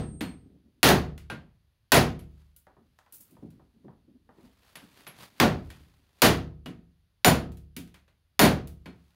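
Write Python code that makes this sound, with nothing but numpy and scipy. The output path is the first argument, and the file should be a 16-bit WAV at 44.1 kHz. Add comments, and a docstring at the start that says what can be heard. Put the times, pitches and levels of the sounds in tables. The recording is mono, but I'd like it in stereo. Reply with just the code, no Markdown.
"""Cracking, ringing, booming blows, in runs about one a second, with light steel taps between them.
A hammer strikes a laminated transformer core in a bench vise; midway a gloved hand shifts the work and a sleeve rustles.
Contacts are shaped band noise (dense damped modes) plus decaying sinusoids (separate modes of steel and bench).
Friction is noise under swelling strokes; a very quiet room lies beneath, and a limiter flattens the first instants."""
import sys
import numpy as np
from scipy import signal
from scipy.io import wavfile

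SR = 44100
rng = np.random.default_rng(int(sys.argv[2]) if len(sys.argv) > 2 else 0)


def output_pcm(signal):
    """Save a mono or channel-first signal as 16-bit PCM at the path in sys.argv[1].

    Samples are clipped to [-1, 1] before scaling.
    """
    pcm = np.clip(np.atleast_2d(signal).T, -1, 1) * 32767
    wavfile.write(sys.argv[1], SR, np.round(pcm).astype(np.int16))


N = 403515

# modes of bench and room: pitch_hz, level_db, t60_s
BOOM = [(46, -30, 1.3), (71.3, -18.5, 1.07), (84.3, -24.5, 0.72), (104, -21.5, 0.76), (112.6, -16, 0.54),
        (123.8, -24.5, 0.44), (138.1, -13.5, 0.23), (149.4, -14.5, 0.78), (160.5, -18.5, 0.6),
        (182.2, -18, 0.75), (241.7, -8, .45), (265.7, -14.5, 0.52), (333, -15.5, 0.55), (370, -16, 0.52),
        (439.7, -16.5, 0.49), (482.3, -16.5, 0.49), (625, -19.5, 0.29), (657, -19, 0.46),
        (738, -14.5, 0.38), (1032, -19, 0.15), (1274, -22.5, 0.45)]
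# modes of the hammer head, some in close pairs: pitch_hz, level_db, t60_s
HEAD_MODES = [(4344, -21.5, .25), (7025, -21.5, .21), (7065, -23, .2), (8541, -26, .21), (9052, -29, .2),
              (10310, -17, .21), (10368, -18, .21), (13980, -19, .19), (14085, -15, .2), (14575, -25, .16)]
# modes of the stacked core, damped by its varnish: pitch_hz, level_db, t60_s
CORE_MODES = [(942, -18, .22), (1433, -15, .25), (1580, -19, .25), (1860, -18, .16), (2299, -19, .2),
              (2550, -20, .16), (2900, -19, .16), (3235, -21, .19), (3903, -22, .19), (4288, -24, .27),
              (11200, -25, .14)]
# relative spectrum of the work pressing or bumping on the bench: frequency_hz, density_db (per Hz)
BUMP_SPECTRUM = [(40, -20), (110, -10.5), (180, -3.5), (290, -1.5), (420, -17.5), (700, -29), (2000, -55.5),
                 (15000, -70)]
# correlation of the two sides: frequency_hz, likeness (1 = identical, 0 = independent)
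LIKENESS = [(60, .96), (150, .93), (300, .7), (600, .3), (1200, .02), (4000, 0), (15000, 0)]

EDGES = np.geomspace(35, 17000, 21)  # band edges, Hz
CENTRES, WIDTHS = np.sqrt(EDGES[:-1] * EDGES[1:]), np.diff(EDGES)  # Hz
AGE = np.arange(int(1.2 * SR)) / SR  # time since a contact, s


def from_db(db):
    """Decibels to amplitude ratio: 20 dB is a factor of ten."""
    return 10 ** (np.asarray(db) / 20)


def at_hz(points, hz):
    """Interpolation on a log-frequency axis, where octaves are equal steps."""
    frequency, value = np.transpose(points)
    return np.interp(np.log(hz), np.log(frequency), value)


def fade(t60):
    """Exponential free decay, down 60 dB after t60 seconds."""
    return np.exp(-np.log(1000) * AGE / t60)


def add(out, s, sound):
    """Superposition: mix a sound in at a time, dropping what falls outside."""
    start = round(s * SR)
    first, last = max(start, 0), min(start + sound.shape[-1], N)
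    out[:, first:last] += sound[:, first - start:last - start]


def placed(hz):
    """Interaural level difference: gains of left and right put the work a little to the right."""
    # frequency_hz, left_minus_right_db
    lean = [(60, -2), (150, -0.46), (300, -1.5), (1000, -3.5), (2000, -4.5), (4000, -5.5), (8000, -1.5),
            (14000, -5)]
    return from_db(at_hz(lean, hz) * np.array([[.5], [-.5]]))


def likeness(hz):
    """Correlation of left and right in a diffuse field, high only in the bass."""
    return np.clip(at_hz(LIKENESS, hz), -1, 1)


def diffuse_field():
    """Partly correlated noise as sum and difference of independent parts; each band has rms 1 before placing."""
    white = rng.standard_normal((2, 2, N))
    field = []
    for k, (hz, width) in enumerate(zip(CENTRES, WIDTHS)):
        sos = signal.butter(3, [EDGES[k], EDGES[k + 1]], "band", fs=SR, output="sos")
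        # neighbouring bands take different noise
        mid, side = signal.sosfilt(sos, white[k % 2]) * np.sqrt(SR / 2 / width / 2)
        alike = likeness(hz)
        stereo = np.sqrt(1 + alike) * mid + np.sqrt(1 - alike) * side * [[1], [-1]]
        field.append(stereo * placed(hz))
    return np.array(field, dtype=np.float32)


def band_gains(spectrum, tilt_db=0):
    """Spectral shaping: unit power shared among the bands, tilted by tilt_db per octave."""
    gains = from_db(at_hz(spectrum, CENTRES) + tilt_db * np.log2(CENTRES)) * np.sqrt(WIDTHS)
    return (gains / np.linalg.norm(gains)).astype(np.float32)


def impact_shape(crack_db, crack_t60, swell_cycles, late_db, late_t60):
    """Power sum of direct crack, reverberation and late tail; low bands need longer to swell."""
    # workshop reverberation: frequency_hz, t60_s
    room_t60 = [(60, 1), (150, 0.49), (300, 0.36), (600, 0.34), (1500, 0.3), (4000, 0.28), (8000, 0.24),
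                (15000, 0.21)]
    crack = from_db(crack_db) * fade(crack_t60)
    late = from_db(late_db) * fade(late_t60)
    shapes = []
    for hz in CENTRES:
        power = fade(at_hz(room_t60, hz)) ** 2 + crack ** 2 + late ** 2
        swell = 1 - np.exp(-AGE * hz / swell_cycles)
        shapes.append(np.sqrt(power) * swell)
    return np.array(shapes, dtype=np.float32)


def impact(field, shape, spectrum, tilt_db):
    """High modal density: countless damped modes, excited afresh by every contact, act as decaying noise."""
    start = rng.integers(0, N - len(AGE))
    noise = field[:, :, start:start + len(AGE)]
    envelopes = shape * band_gains(spectrum, tilt_db)[:, None]
    return np.einsum("bct,bt->ct", noise, envelopes)


def ring(modes, swell_s, spread_db, waver=0, waver_per_s=40):
    """Modal decay with chance strengths; reflections make it waver and reach the two sides out of step."""
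    out = np.zeros((2, len(AGE)))
    for hz, db, t60 in modes:
        apart = np.arccos(likeness(hz)) * rng.choice([-1, 1])
        phase = rng.uniform(0, 2 * np.pi) + np.array([[0], [apart]])
        t = AGE[AGE < t60 * 4 / 3]  # followed for 80 dB of decay
        points = rng.standard_normal((2, 128, 2)) @ [1, 1j] / np.sqrt(2)
        echoes = np.array([np.interp(t * waver_per_s, np.arange(len(p)), p) for p in points])
        decaying = np.exp((2j * np.pi * hz - np.log(1000) / t60) * t)
        wave = ((np.exp(1j * phase) + waver * echoes) * decaying).real
        strength = from_db(db + spread_db * rng.standard_normal())
        out[:, :len(t)] += strength * placed(hz) * wave
    return out * (1 - np.exp(-AGE / swell_s))


def room_floor(field):
    """Stationary background noise, its sides swapped so that it leans away from the work."""
    # relative spectrum: frequency_hz, density_db (per Hz)
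    floor_spectrum = [(18, -37), (30, -8.5), (88, 3), (263, -20.5), (787, -25.5), (1910, -24.5),
                      (2300, -26.5), (3880, -24), (7860, -40.5), (12600, -27), (15500, -42)]
    return from_db(-72) * np.tensordot(band_gains(floor_spectrum), field, 1)[:, ::-1]


def blows(field, boom):
    """Impulsive excitation: a full blow drives sheets, hammer head, core and bench together."""
    # the first is already dying away, the second bounces once;
    # start_s, level_db, tilt_db (brightness per octave), boom_db, head_db (both relative to the blow)
    blow_list = [(-.17, -6.5, -0.5, -1.5, 0.5), (0.83, -4, 0.14, -2.5, 0.5), (.889, -12, -1.04, -10, -6.5),
                 (1.9195, -3.5, 0, -5.5, -0.5), (5.3997, -8.5, -1.93, -7, -27), (6.219, -4.5, 0, -4.5, 0),
                 (7.246, -6.5, -0.63, -2.5, 6), (8.393, -3, -0.92, -6.5, 3.5)]
    # relative spectrum of the clang: frequency_hz, density_db (per Hz)
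    clang = [(40, -28.5), (90, -13.5), (160, -1.5), (300, -1.5), (500, -4), (720, -2), (1000, -7),
             (1500, -6), (2500, -10.5), (4000, -12.5), (6000, -17), (7800, -22), (10500, -20.5),
             (14000, -20), (16000, -26)]
    out = np.zeros((2, N))
    hard = impact_shape(crack_db=10.0, crack_t60=0.023, swell_cycles=3.2, late_db=-36.5, late_t60=0.27)
    for s, db, tilt_db, boom_db, head_db in blow_list:
        head = from_db(head_db) * ring(HEAD_MODES, swell_s=.003, spread_db=2, waver=.7)
        core = from_db(-3) * ring(CORE_MODES, swell_s=.002, spread_db=2.5, waver=.7)
        sheets = impact(field, hard, clang, tilt_db)
        add(out, s, from_db(db) * (sheets + from_db(boom_db) * boom + head + core))
    return out


def struck_at(modes, favoured_hz):
    """Modal coupling: the spot that is hit feeds modes near one frequency up to 11 dB more than the rest."""
    struck = []
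    for hz, db, t60 in modes:
        nearness = np.exp(-(np.log(hz / favoured_hz) / .08) ** 2)
        struck.append((hz, db + 11 * nearness, t60))
    return struck


def taps(field, soft, boom):
    """Contact angle and load: glancing, bright touches ring the core less; weight put on wakes the bench."""
    # start_s, level_db, tilt_db (brightness per octave), weight_db (on the bench), head_db, favoured_hz;
    # weight and head are relative to the touch
    tap_list = [(.208, -33, -0.34, 5, -2, 4288), (1.178, -52.5, 3.5, -18, -8, 2250),
                (1.2997, -33, -2.5, -9, -20, 1570), (2.192, -57.5, 4.5, -20, -15, 11260),
                (2.563, -54.5, 14.5, -28, -9.5, 11200), (3.124, -48.5, 15.5, -15.5, -4, 11200),
                (3.309, -63, 13.5, 7, -10, 11260), (3.504, -69, 7, -20, -15, 1433),
                (4.7549, -43.5, 1.5, -26, -27, 1860), (5.067, -43.5, 0.5, -25, -22, 2300),
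                (5.7019, -48.5, 1.5, -14, -9.5, 1860), (6.659, -43, -.5, 11, -7, 2880),
                (7.519, -62, 6.5, -20, -8.5, 3900), (7.571, -61.5, 8, -22.5, -12.5, 3990),
                (7.765, -41, 6.5, 4.5, -6, 2300), (7.875, -64, 3.5, -19, -10, 3900),
                (7.942, -54.5, 1.5, -13, -12, 1880), (8.079, -65, -0.5, -19.5, -15, 3900),
                (8.673, -52.5, 9, -18.5, -7, 2870), (8.858, -44.5, -2, 3.5, -19.5, 2370)]
    # relative spectrum of steel touching the core: frequency_hz, density_db (per Hz)
    touch = [(40, -27.5), (150, 1.5), (300, -2), (700, -3.5), (1500, -4), (2600, -4), (4200, -12),
             (7000, -21), (11000, -20), (16000, -28.5)]
    # low thump as the hammer comes to rest: pitch_hz, level_db, t60_s
    thump_modes = [(171, -7, 0.58), (250, -9, 0.37)]
    core_ring_db, glancing_loss = 2, .63  # dB at zero tilt; dB lost per dB-per-octave of tilt
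    boom_db, bump_db = -5.5, -3.5  # relative to the weight
    out = np.zeros((2, N))
    light = impact_shape(crack_db=6.5, crack_t60=0.033, swell_cycles=1.0, late_db=-32.5, late_t60=0.9)
    for s, db, tilt_db, weight_db, head_db, favoured_hz in tap_list:
        head = from_db(head_db) * ring(HEAD_MODES, swell_s=.002, spread_db=1.5, waver=.7)
        core = ring(struck_at(CORE_MODES, favoured_hz), swell_s=.001, spread_db=1.5, waver=.7)
        steel = head + from_db(core_ring_db - glancing_loss * tilt_db) * core
        bump = from_db(bump_db) * impact(field, soft, BUMP_SPECTRUM, 0)
        thump = ring(thump_modes, swell_s=0.012, spread_db=0)
        bench = from_db(boom_db) * boom + bump + thump
        contact = impact(field, light, touch, tilt_db)
        add(out, s, from_db(db) * (contact + from_db(weight_db) * bench + steel))
    return out


def hammer_song():
    """Contact damping: the lifted head sings on until, resting on the core, it is quickly damped."""
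    # pitch_hz, level_db, t60_s
    song_modes = [(8541, -51, 3)]
    damped_s, damping_db_per_s = 0.32, 150
    damping = from_db(-damping_db_per_s * np.maximum(AGE - damped_s, 0))
    out = np.zeros((2, N))
    add(out, 0, ring(song_modes, swell_s=.001, spread_db=0) * damping)
    return out


def stroke_gain(strokes, attack_share):
    """Power addition of strokes, each swelling for a share of its length and dying away for the rest."""
    depth_db = 18.5  # a stroke starts and ends this far under its peak
    t, power = np.arange(N) / SR, 0
    share = np.clip(attack_share, .02, .98)
    for s, db, length in strokes:
        away = np.maximum((s - t) / share, (t - s) / (1 - share)) / length
        power = power + from_db(db - depth_db * np.minimum(away, 10)) ** 2
    return np.sqrt(power)


def rubbing(field, spectrum, strokes, attack_share, grain_db, catches_per_s):
    """Stick-slip friction: a hiss, roughened as the surfaces catch and let go."""
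    grain = np.interp(np.arange(N) / SR * catches_per_s, np.arange(N), rng.standard_normal(N))
    hiss = np.tensordot(band_gains(spectrum), field, 1)
    return hiss * stroke_gain(strokes, attack_share) * from_db(grain_db * grain)


def glove(field):
    """Low-frequency friction of the gloved hand pressing or turning the work."""
    # peak_s, level_db, length_s
    presses = [(0, -44, 1.17), (0.548, -63.5, .45), (2.299, -69, .6), (3.35, -62, .35), (3.577, -63, 0.27),
               (3.809, -63.5, .2), (4.165, -63.5, 0.38), (4.452, -63.5, 0.29), (5.6, -63, 1.15)]
    return rubbing(field, BUMP_SPECTRUM, presses, attack_share=0.57, grain_db=6.0, catches_per_s=43)


def sleeve(field):
    """Broadband cloth friction, loudest where the arm moves fastest."""
    # peak_s, level_db, length_s
    arm_moves = [(2.4, -71, .4), (3.3, -73, 1.6), (4.45, -64.5, .3), (4.682, -60.5, 0.38), (4.84, -60, .3),
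                 (5.0, -55, 0.34), (5.225, -44.5, 0.15), (5.42, -56, .35), (5.75, -62.5, .9),
                 (6.22, -62, .3), (9.1, -72, 1.2)]
    # relative spectrum: frequency_hz, density_db (per Hz)
    cloth = [(40, -16.5), (150, -1.5), (300, -7.5), (600, -6), (1200, -5), (2500, -7.5), (4000, -8.5),
             (7000, -18), (11000, -15.5), (15000, -19)]
    return rubbing(field, cloth, arm_moves, attack_share=.5, grain_db=2.5, catches_per_s=350)


def sheet_flicks():
    """Free-edge vibration: a loose sheet at the edge of the stack is flicked and rings briefly."""
    # start_s, level_db
    flicks = [(2.191, -51), (4.7556, -44), (5.074, -37)]
    # pitch_hz, level_db, t60_s
    sheet_modes = [(10200, -12, .05), (10700, -9, .06), (11240, -5, .16), (11450, -9, .08),
                   (12400, -11, .06), (13870, -15, .12)]
    out = np.zeros((2, N))
    for s, db in flicks:
        add(out, s, from_db(db) * ring(sheet_modes, swell_s=.002, spread_db=1, waver=.9, waver_per_s=250))
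    return out


def knocks(field):
    """Coupled impact: the work shifts with a dull knock and rings the vise jaws."""
    # start_s, level_db, tilt_db (brightness per octave)
    knock_list = [(2.668, -55, 2), (2.767, -60.5, -2.5), (2.988, -60, 8.5), (3.062, -63, 5),
                  (3.367, -53.5, -6.5), (3.596, -58.5, -4.5), (3.882, -53, -2.5), (4.291, -54.5, -1),
                  (4.385, -58.5, -5), (4.449, -59.5, -5.5)]
    # relative spectrum: frequency_hz, density_db (per Hz)
    knock_spectrum = [(40, -9.5), (250, 8), (600, 5), (1000, 7), (1500, -3.5), (1850, -2.5), (2300, -15.5),
                      (15000, -51)]
    # pitch_hz, level_db, t60_s
    jaw_modes = [(624, -10, .2), (759, -8, .22), (915, -7, .13), (975, -9, .17), (1240, -11, .2),
                 (1780, -13, .12), (1890, -16, .14)]
    out = np.zeros((2, N))
    short = impact_shape(crack_db=11, crack_t60=0.019, swell_cycles=0.41, late_db=-35, late_t60=0.793)
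    for s, db, tilt_db in knock_list:
        jaws = from_db(-2) * ring(jaw_modes, swell_s=0.00054, spread_db=3.0, waver=0.17)
        add(out, s, from_db(db) * (impact(field, short, knock_spectrum, tilt_db) + jaws))
    return out


def bumps(field, soft):
    """Soft-contact low-pass: a gentle bump of the work wakes only the bench's lowest modes."""
    # start_s, level_db
    bump_list = [(2.779, -57), (3.424, -39), (3.843, -44.5), (4.077, -56.5), (4.374, -58), (4.819, -54)]
    out = np.zeros((2, N))
    low_boom = ring(BOOM[:2], swell_s=.016, spread_db=0)
    for s, db in bump_list:
        add(out, s, from_db(db) * (impact(field, soft, BUMP_SPECTRUM, 0) + low_boom))
    return out


def skid(field):
    """High-frequency sliding friction of the hammer head skidding along the core."""
    # peak_s, level_db, length_s
    skids = [(3.14, -46.5, 0.1), (3.208, -50.5, 0.074)]
    # relative spectrum: frequency_hz, density_db (per Hz)
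    scrape = [(1180, -25), (2000, -27), (4630, -19), (6640, -10), (7170, -10), (12300, -2), (15500, -1.5)]
    return rubbing(field, scrape, skids, attack_share=0.097, grain_db=3.0, catches_per_s=460)


def scene():
    """Superposition of hammering, handling and friction over a very quiet room."""
    field = diffuse_field()
    soft = impact_shape(crack_db=5, crack_t60=0.15, swell_cycles=2.1, late_db=-26.5, late_t60=0.59)
    boom = ring(BOOM, swell_s=.016, spread_db=0)  # the same for every blow and tap
    hammering = blows(field, boom) + taps(field, soft, boom) + hammer_song()
    handling = sheet_flicks() + knocks(field) + bumps(field, soft)
    friction = glove(field) + sleeve(field) + skid(field)
    return room_floor(field) + hammering + handling + friction


def limiter(x, ceiling_db, release_db_per_s, attack_s):
    """Gain reduction: peaks over the ceiling pull the gain down fast; it recovers at a steady dB rate."""
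    over = np.maximum(20 * np.log10(np.abs(x).max(axis=0) + 1e-9) - ceiling_db, 0)
    recovery = release_db_per_s * np.arange(N) / SR
    held = np.maximum.accumulate(over + recovery) - recovery
    pole = np.exp(-1 / (attack_s * SR))
    reduction_db = signal.lfilter([1 - pole], [1, -pole], held)
    return x * from_db(-reduction_db)


def record(dry):
    """Limiting, soft saturation that rounds the peaks, and a steep low-pass."""
    limited = limiter(dry, ceiling_db=-1.0, release_db_per_s=217.5, attack_s=0.00015)
    rounded = limited / (1 + limited ** 4) ** (1 / 4)
    top_cut = signal.ellip(10, .2, 80, 15700, fs=SR, output="sos")  # order, ripple dB, stop dB, Hz
    return signal.sosfilt(top_cut, rounded)


dry = scene()
out = record(dry)
output_pcm(out)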